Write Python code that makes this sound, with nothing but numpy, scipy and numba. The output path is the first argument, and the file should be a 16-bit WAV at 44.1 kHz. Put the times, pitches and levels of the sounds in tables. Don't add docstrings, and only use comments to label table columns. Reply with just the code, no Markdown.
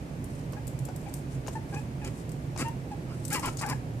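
import sys
import numpy as np
from scipy import signal
from scipy.fft import rfft, irfft
from scipy.io import wavfile
from scipy.ndimage import uniform_filter1d, map_coordinates
from numba import njit

SR = 44100
rng = np.random.default_rng(int(sys.argv[2]) if len(sys.argv) > 2 else 0)


def to_wav(s):
    ch = np.atleast_2d(s).T
    pcm = np.round(np.clip(ch, -1, 1) * 32767)
    wavfile.write(sys.argv[1], SR, pcm.astype(np.int16))


N = 176400

# f/Hz, relative level/dB
ROOM_COLOUR = [(20, -42), (30, -12), (45, -17.5), (61, -2), (78, -7.5), (100, -6.5), (130, 0.5),
               (160, -2.5), (195, -11.5), (260, -8), (400, -16.5), (600, -20.5), (1300, -35.5), (2400, -36),
               (3600, -43), (8000, -46), (14500, -54)]
# f/Hz, left-right/dB
ROOM_TONE_BALANCE = [(60, -5.5), (220, -2), (700, -6), (1300, -1), (8000, 0.5)]
# f/Hz, side-mid/dB
ROOM_WIDTH = [(60, -32), (130, -17), (290, -15), (640, -3), (1300, 4), (3000, -1), (14000, 1)]
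ROOM_DB, DRONE_DB, DRONE_HZ = -37.5, -41.5, 129.4

# t/s, length/s, level/dB
CLOTH_SWISHES = [(0.226, 0.25, -60.5), (0.945, 0.23, -60), (1.289, 0.078, -53.5), (1.509, 0.047, -50.5),
                 (1.673, 0.17, -57), (1.994, 0.13, -55), (2.128, 0.11, -55), (3.073, 0.22, -58.5),
                 (3.483, 0.18, -56.5)]
# f/Hz, relative level/dB
SWISH_COLOUR = [(500, -5), (1500, -19), (3500, -4), (5500, -2.5), (8000, 4.5), (10000, 1), (14500, -13)]

# t/s, level/dB, extra top treble/dB
CLAW_TICKS = [(0.242, -50, 12), (0.523, -54.5, 12), (0.67, -48.5, 12), (0.6778, -42.5, 3.5), (.790, -45, 1),
              (0.852, -43.5, 9), (0.9616, -46, 9), (1.1393, -38.5, 6.5), (1.473, -40, 0), (1.484, -46.5, 5),
              (1.746, -43.5, -8), (2.047, -37, -4), (2.075, -44, -7), (2.293, -48, 2), (2.3177, -45.5, 2),
              (2.576, -35, -11), (2.6832, -47.5, 4), (3.2516, -33.5, 2), (3.2805, -40, 6),
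              (3.3034, -35.5, -3), (3.329, -36, 14), (3.3956, -35.5, 2), (3.458, -37.5, 8),
              (3.5708, -36, -3), (3.6636, -38, 1), (3.689, -38.5, 2), (3.698, -31.5, -1)]
# f/Hz, relative level/dB
CLAW_COLOUR = [(300, -28), (1500, -3.5), (5000, 3.5), (8000, 13), (11000, 4.5), (14500, 3.5)]
TICK_DECAY_S, TICK_TAIL_S, TICK_TAIL_DB, TICK_RING_DB = 0.0035, 0.013, -12, 4.5
# f/Hz, left-right/dB
SCUFFLE_BALANCE = [(2200, -2), (4800, 11.5), (8000, 6.5), (13000, 0)]

# t/s, level/dB, left-right/dB
PAW_KNOCKS = [(0.532, -39.5, -13), (.886, -37.5, 6), (1.464, -38, 6), (1.48, -30, 5), (2.561, -36, 9)]
# f/Hz, nominal width/Hz, relative level/dB
KNOCK_RESONANCES = [(500, 176, 7), (880, 320, 3), (1510, 300, -10.5), (2670, 550, -9.5),
                    (5460, 3200, -14.5)]
KNOCK_ATTACK_S, KNOCK_DECAY_S = 0.0016, 0.0067

# t/s, length/s, attack/s, start f/Hz, middle f/Hz, end f/Hz, level/dB,
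# 2nd and 3rd harmonic at mid-squeak/dB, roughness/0-1, left-right/dB
RABBIT_SQUEAKS = [(0.564, 0.031, .008, 797, 829, 810, -47, -6.5, -17, 0.07, 8),
                  (0.881, 0.033, 0.0033, 804, 734, 760, -48.5, -10.5, -18, 0.47, 10),
                  (1.062, 0.035, .005, 773, 817, 825, -45.5, -18, -13, 0.39, 8),
                  (1.552, 0.032, .003, 860, 894, 800, -37, -13.5, -27, 0.04, 4),
                  (1.723, 0.044, 0.0086, 810, 811, 764, -44.5, -6.5, -16, 0.1, 1),
                  (1.757, 0.045, .006, 810, 850, 815, -45, -8, -3.5, 0.04, 2),
                  (2.013, 0.05, .008, 896, 844, 840, -48.5, -8, -8, 0.29, 1),
                  (2.640, 0.06, 0.03, 917, 913, 924, -36, -13, -13.5, 0.09, 4),
                  (2.912, 0.034, 0.0063, 843, 820, 774, -39, -21, -26, .1, 0),
                  (3.319, 0.036, 0.0068, 797, 839, 860, -38, -2.5, -12, 0, 6),
                  (3.352, 0.057, 0.0077, 1009, 999, 800, -41.5, -9, -19, 0.58, 10.5),
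                  (3.442, 0.056, 0.0073, 907, 929, 860, -42, -26, -7.5, 0.87, 13),
                  (3.632, 0.021, 0.0034, 840, 834, 790, -35.5, -7.5, -27, 0.42, 9),
                  (3.644, 0.047, .004, 774, 810, 840, -38.5, -8.5, -21, 0.4, 7.5),
                  (3.725, 0.019, 0.0056, 820, 854, 850, -39, -5, -18, 0.3, 9)]
SQUEAK_RELEASE_S, OVERTONE_FADE_DB, UPPER_DB, UPPER_STEP_DB = .012, 9, -37, 1.2
WOBBLE, SHIMMER_DB, CYCLE_JITTER_RAD, OVERTONE_RASP = 0.1, 2, .07, .25
# f/Hz, gain/dB
NASAL_COLOUR = [(2600, 0.5), (3700, -1.5), (4800, 8.5), (5500, 2), (6200, 4), (7100, -2), (8500, -2.5),
                (10000, -3)]

# t/s, level/dB, f/Hz
FOOT_THUDS = [(0.799, -22.5, 133), (1.499, -34, 126), (1.764, -30, 140), (1.986, -30, 141.6),
              (3.695, -34, 133), (3.952, -25.5, 126)]
THUD_ATTACK_S, THUD_DECAY_S = 0.0055, 0.033

# t/s, length/s, attack/s, release/s, level/dB, extra top treble/dB
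PAW_SCUFFS = [(1.14, 0.067, .008, 0.026, -61, 12), (2.578, 0.055, 0.021, 0.032, -38, 3.5),
              (3.307, 0.068, 0.03, 0.029, -35.5, 6.5), (3.415, 0.093, 0.033, 0.028, -42.5, 0.5),
              (3.580, 0.031, 0.015, 0.015, -38.5, -5), (3.610, 0.022, 0.0033, 0.033, -33.5, 4)]
# f/Hz, relative level/dB
PAW_COLOUR = [(500, 5), (2500, -11), (3600, -6.5), (4600, -0.5), (6200, -1.5), (7700, 3), (9500, -2),
              (11500, -11.5), (14500, -14)]

# t/s, length/s, attack/s, release/s, level/dB, resonance factor at start and at end,
# low resonances/dB, high resonances/dB, left-right/dB
RABBIT_GRUNTS = [(1.735, 0.021, .007, .008, -42.5, 0.91, 0.82, 9, -2, 8),
                 (2.038, 0.051, 0.007, 0.007, -42.5, 1.19, 1.09, 10, 4.5, 1),
                 (2.57, 0.069, 0.058, 0.019, -33, 0.87, 1.03, 4, 0.5, 1.5),
                 (3.084, 0.086, 0.019, 0.039, -48, 1.04, 1.13, 6, -5, -6),
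                 (3.301, 0.038, 0.015, .005, -39, 0.95, 1.1, -2.5, 2.5, -1),
                 (3.34, 0.05, 0.01, 0.039, -32, 1.03, 0.97, -0.5, 2.5, 1),
                 (3.423, 0.074, 0.016, 0.011, -35, 0.936, 1.145, -3, -3.5, 0),
                 (3.611, 0.036, 0.0018, 0.01, -36, 0.78, 1.04, -4.5, -1.5, 3),
                 (3.670, 0.066, 0.023, 0.009, -35.5, 0.895, 0.82, 1.5, -3, 2.5)]
# f/Hz, width/Hz, relative level/dB
THROAT_RESONANCES = [(274, 151, 5), (454, 62, -2), (966, 275, -2), (1190, 210, 3.5), (1585, 130, -2.5),
                     (2147, 440, 0.5), (2583, 284, -4.5)]
FLUTTER_HZ, FLUTTER_JITTER, THROAT_WANDER, RAGGED_DB = 289.5, .2, 0.048, 1.2
RASP_AIR_DB, HISS_DB, HISS_HZ = -6, -22, 5000


def undb(db):
    return 10 ** (np.asarray(db) / 20)


def unit(x):
    return x / np.sqrt(np.mean(x ** 2) + 1e-20)


def noise():
    return rng.standard_normal(N)


def walk(rate):
    window = max(2, int(SR / rate))
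    return unit(uniform_filter1d(uniform_filter1d(noise(), window), window))


def span(start, length):
    i = np.arange(int(start * SR), min(N, int((start + length) * SR)))
    return i, np.arange(len(i)) / SR


def gate(t, length, attack, release):
    rise = np.sin(np.pi / 2 * np.clip(t / attack, 0, 1))
    fall = np.sin(np.pi / 2 * np.clip((length - t) / release, 0, 1))
    return rise * fall


def contour(points):
    hz, db = np.array(points, float).T
    bin_hz = np.arange(N // 2 + 1) * SR / N
    return undb(np.interp(np.log(bin_hz + 1e-3), np.log(hz), db))


def colour(x, points):
    return irfft(rfft(x) * contour(points), N)


def split_treble(x, crossover_hz=8860):
    bin_hz = np.arange(N // 2 + 1) * SR / N
    low = irfft(rfft(x) / (1 + (bin_hz / crossover_hz) ** 8), N)
    return low, x - low


def resonate(x, hz, nominal_width):
    b, a = signal.iirpeak(hz, hz / nominal_width / .65, fs=SR)
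    return signal.lfilter(b, a, signal.lfilter(b, a, x))


@njit
def sweep(x, hz, width_hz):
    y, band_state, low_state = np.empty(len(x)), 0., 0.
    for i in range(len(x)):
        g, damping = np.tan(np.pi * hz[i] / SR), width_hz / hz[i]
        band = (band_state + g * (x[i] - low_state)) / (1 + g * (g + damping))
        band_state = 2 * band - band_state
        low_state += 2 * g * band
        y[i] = damping * band
    return y


def pan(x, db):
    return x * undb(np.array([[db], [-db]]) / 2)


def lean(x, points):
    gain = np.sqrt(contour(points))
    return irfft(rfft(x) * np.array([gain, 1 / gain]), N)


def scattered(points, grain=1, side_db=-2):
    mid, side = (unit(colour(noise() * grain, points)) for _ in range(2))
    return unit(mid + undb(side_db) * side * np.array([[1], [-1]]))


def rub(strokes, points, graininess):
    out = np.zeros((2, N))
    grain = undb(graininess * (walk(1500) + 1.4 * walk(120)))
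    low, high = split_treble(scattered(points, grain))
    for start, length, attack, release, db, treble_db in strokes:
        i, t = span(start, length)
        friction = low[:, i] + undb(treble_db) * high[:, i]
        out[:, i] += undb(db) * gate(t, length, attack, release) * friction
    return out


def room_tone():
    mid = undb(ROOM_DB) * unit(colour(noise(), ROOM_COLOUR))
    side = colour(undb(ROOM_DB) * unit(colour(noise(), ROOM_COLOUR)), ROOM_WIDTH)
    mid += undb(DRONE_DB) * unit(resonate(noise(), DRONE_HZ, nominal_width=58))
    return lean(np.array([mid + side, mid - side]), ROOM_TONE_BALANCE)


def cloth():
    strokes = [(start, length, length / 2, length / 2, db, 0) for start, length, db in CLOTH_SWISHES]
    return rub(strokes, SWISH_COLOUR, graininess=3)


def box_reflection(x, lags_s=(.0031, .0042), db=-5):
    i = np.arange(N)
    reflected = np.array([map_coordinates(channel, [i - lag * SR]) for channel, lag in zip(x, lags_s)])
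    return (x + undb(db) * reflected) / np.hypot(1, undb(db))


def tile_echo(x, echo_db, t60_s=0.27):
    t = np.arange(SR // 2) / SR
    tail = rng.standard_normal((2, len(t))) * undb(-60 * t / t60_s) * (t > .006)
    tail = undb(echo_db) * tail / np.linalg.norm(tail, axis=1, keepdims=True)
    return x + signal.fftconvolve(x, tail, axes=1)[:, :N]


def claws():
    out = np.zeros((2, N))
    low, high = split_treble(scattered(CLAW_COLOUR))
    ring_hz = rng.uniform(4500, 11000, len(CLAW_TICKS))
    for (start, db, treble_db), hz in zip(CLAW_TICKS, ring_hz):
        i, t = span(start, .1)
        envelope = np.exp(-t / TICK_DECAY_S) + undb(TICK_TAIL_DB) * np.exp(-t / TICK_TAIL_S)
        tick = envelope * (low[:, i] + undb(treble_db) * high[:, i])
        ring = undb(TICK_RING_DB) * resonate(tick, hz, nominal_width=1100)
        out[:, i] += undb(db) * np.std(tick) * unit(tick + ring)
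    return out


def knocks():
    out = np.zeros((2, N))
    body = sum(undb(db) * resonate(noise(), hz, 2 * width) for hz, width, db in KNOCK_RESONANCES)
    for start, db, pan_db in PAW_KNOCKS:
        i, t = span(start, 0.025)
        envelope = np.minimum(t / KNOCK_ATTACK_S, 1) * np.exp(-t / KNOCK_DECAY_S)
        out[:, i] += pan(undb(db) * unit(body[i]) * envelope, pan_db)
    return out


def squeaks():
    out = np.zeros((2, N))
    wobble, shimmer, jitter, rasp = walk(310), walk(280), walk(1400), walk(1400)
    upper_db = [UPPER_DB + UPPER_STEP_DB * k for k in range(8)]
    for start, length, attack, hz0, hz1, hz2, db, second_db, third_db, rough, pan_db in RABBIT_SQUEAKS:
        i, t = span(start, length)
        pitch_curve = np.polyfit([0, .5, 1], [hz0, hz1, hz2], 2)
        hz = np.polyval(pitch_curve, t / length) * (1 + WOBBLE * rough * wobble[i])
        phase = 2 * np.pi * np.cumsum(hz) / SR + CYCLE_JITTER_RAD * jitter[i]
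        gains = undb([second_db, third_db] + upper_db)
        overtones = sum(gain * np.sin(k * phase) for k, gain in enumerate(gains, 2))
        overtones *= 1 + OVERTONE_RASP * rasp[i]
        dulling = undb(OVERTONE_FADE_DB * (.5 - t / length))
        tone = np.sqrt(2) * (np.sin(phase) + dulling * overtones)
        envelope = undb(db + SHIMMER_DB * rough * shimmer[i]) * gate(t, length, attack, SQUEAK_RELEASE_S)
        out[:, i] += pan(tone * envelope, pan_db)
    return out


def thuds():
    out = np.zeros(N)
    for start, db, hz in FOOT_THUDS:
        i, t = span(start, .15)
        envelope = np.minimum(t / THUD_ATTACK_S, 1) * np.exp(-t / THUD_DECAY_S)
        out[i] += undb(db) * np.sin(2 * np.pi * hz * t) * envelope
    return pan(out, db=-3.5)


def scuffs():
    return rub(PAW_SCUFFS, PAW_COLOUR, graininess=-1)


def grunts():
    out = np.zeros((2, N))
    jitter, air, ragged = walk(300), noise(), undb(RAGGED_DB * walk(250))
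    hiss = unit(resonate(noise(), HISS_HZ, HISS_HZ / 10))
    wander = [np.exp(THROAT_WANDER * walk(56)) for _ in THROAT_RESONANCES]
    for start, length, attack, release, db, glide0, glide1, low_db, high_db, pan_db in RABBIT_GRUNTS:
        i, t = span(start, length)
        cycle = np.cumsum(FLUTTER_HZ * np.exp(FLUTTER_JITTER * jitter[i])) / SR % 1
        pulses = unit(1. * (np.diff(cycle, prepend=1) < 0))
        puff = unit(np.exp(-cycle / .5))
        drive = (pulses + undb(RASP_AIR_DB) * puff * air[i]) * ragged[i]
        glide = glide0 + (glide1 - glide0) * t / length
        rasp = 0
        for (hz, width, resonance_db), drift in zip(THROAT_RESONANCES, wander):
            gain = undb(resonance_db + low_db * (hz < 700) + high_db * (hz > 1450))
            centre = hz * glide * drift[i]
            pass_width = 1.45 * width
            rasp += gain * sweep(sweep(drive, centre, pass_width), centre, pass_width)
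        grunt = unit(rasp) + undb(HISS_DB) * puff * hiss[i]
        out[:, i] += pan(grunt * undb(db) * gate(t, length, attack, release), pan_db)
    return out


def nasal_voice(calls, right_lag_s=0.00011):
    left, right = colour(calls, NASAL_COLOUR)
    return np.array([left, map_coordinates(right, [np.arange(N) - right_lag_s * SR])])


def scene():
    rubbing = box_reflection(scuffs() + cloth())
    scuffle = lean(claws() + rubbing, SCUFFLE_BALANCE)
    voice = nasal_voice(squeaks() + grunts())
    echoing = tile_echo(voice + knocks(), echo_db=-11) + tile_echo(scuffle, echo_db=-8)
    return echoing + thuds() + room_tone()


def record(dry):
    return signal.sosfilt(signal.ellip(8, .2, 70, 14550, fs=SR, output="sos"), dry)


dry = scene()
out = record(dry)
to_wav(out)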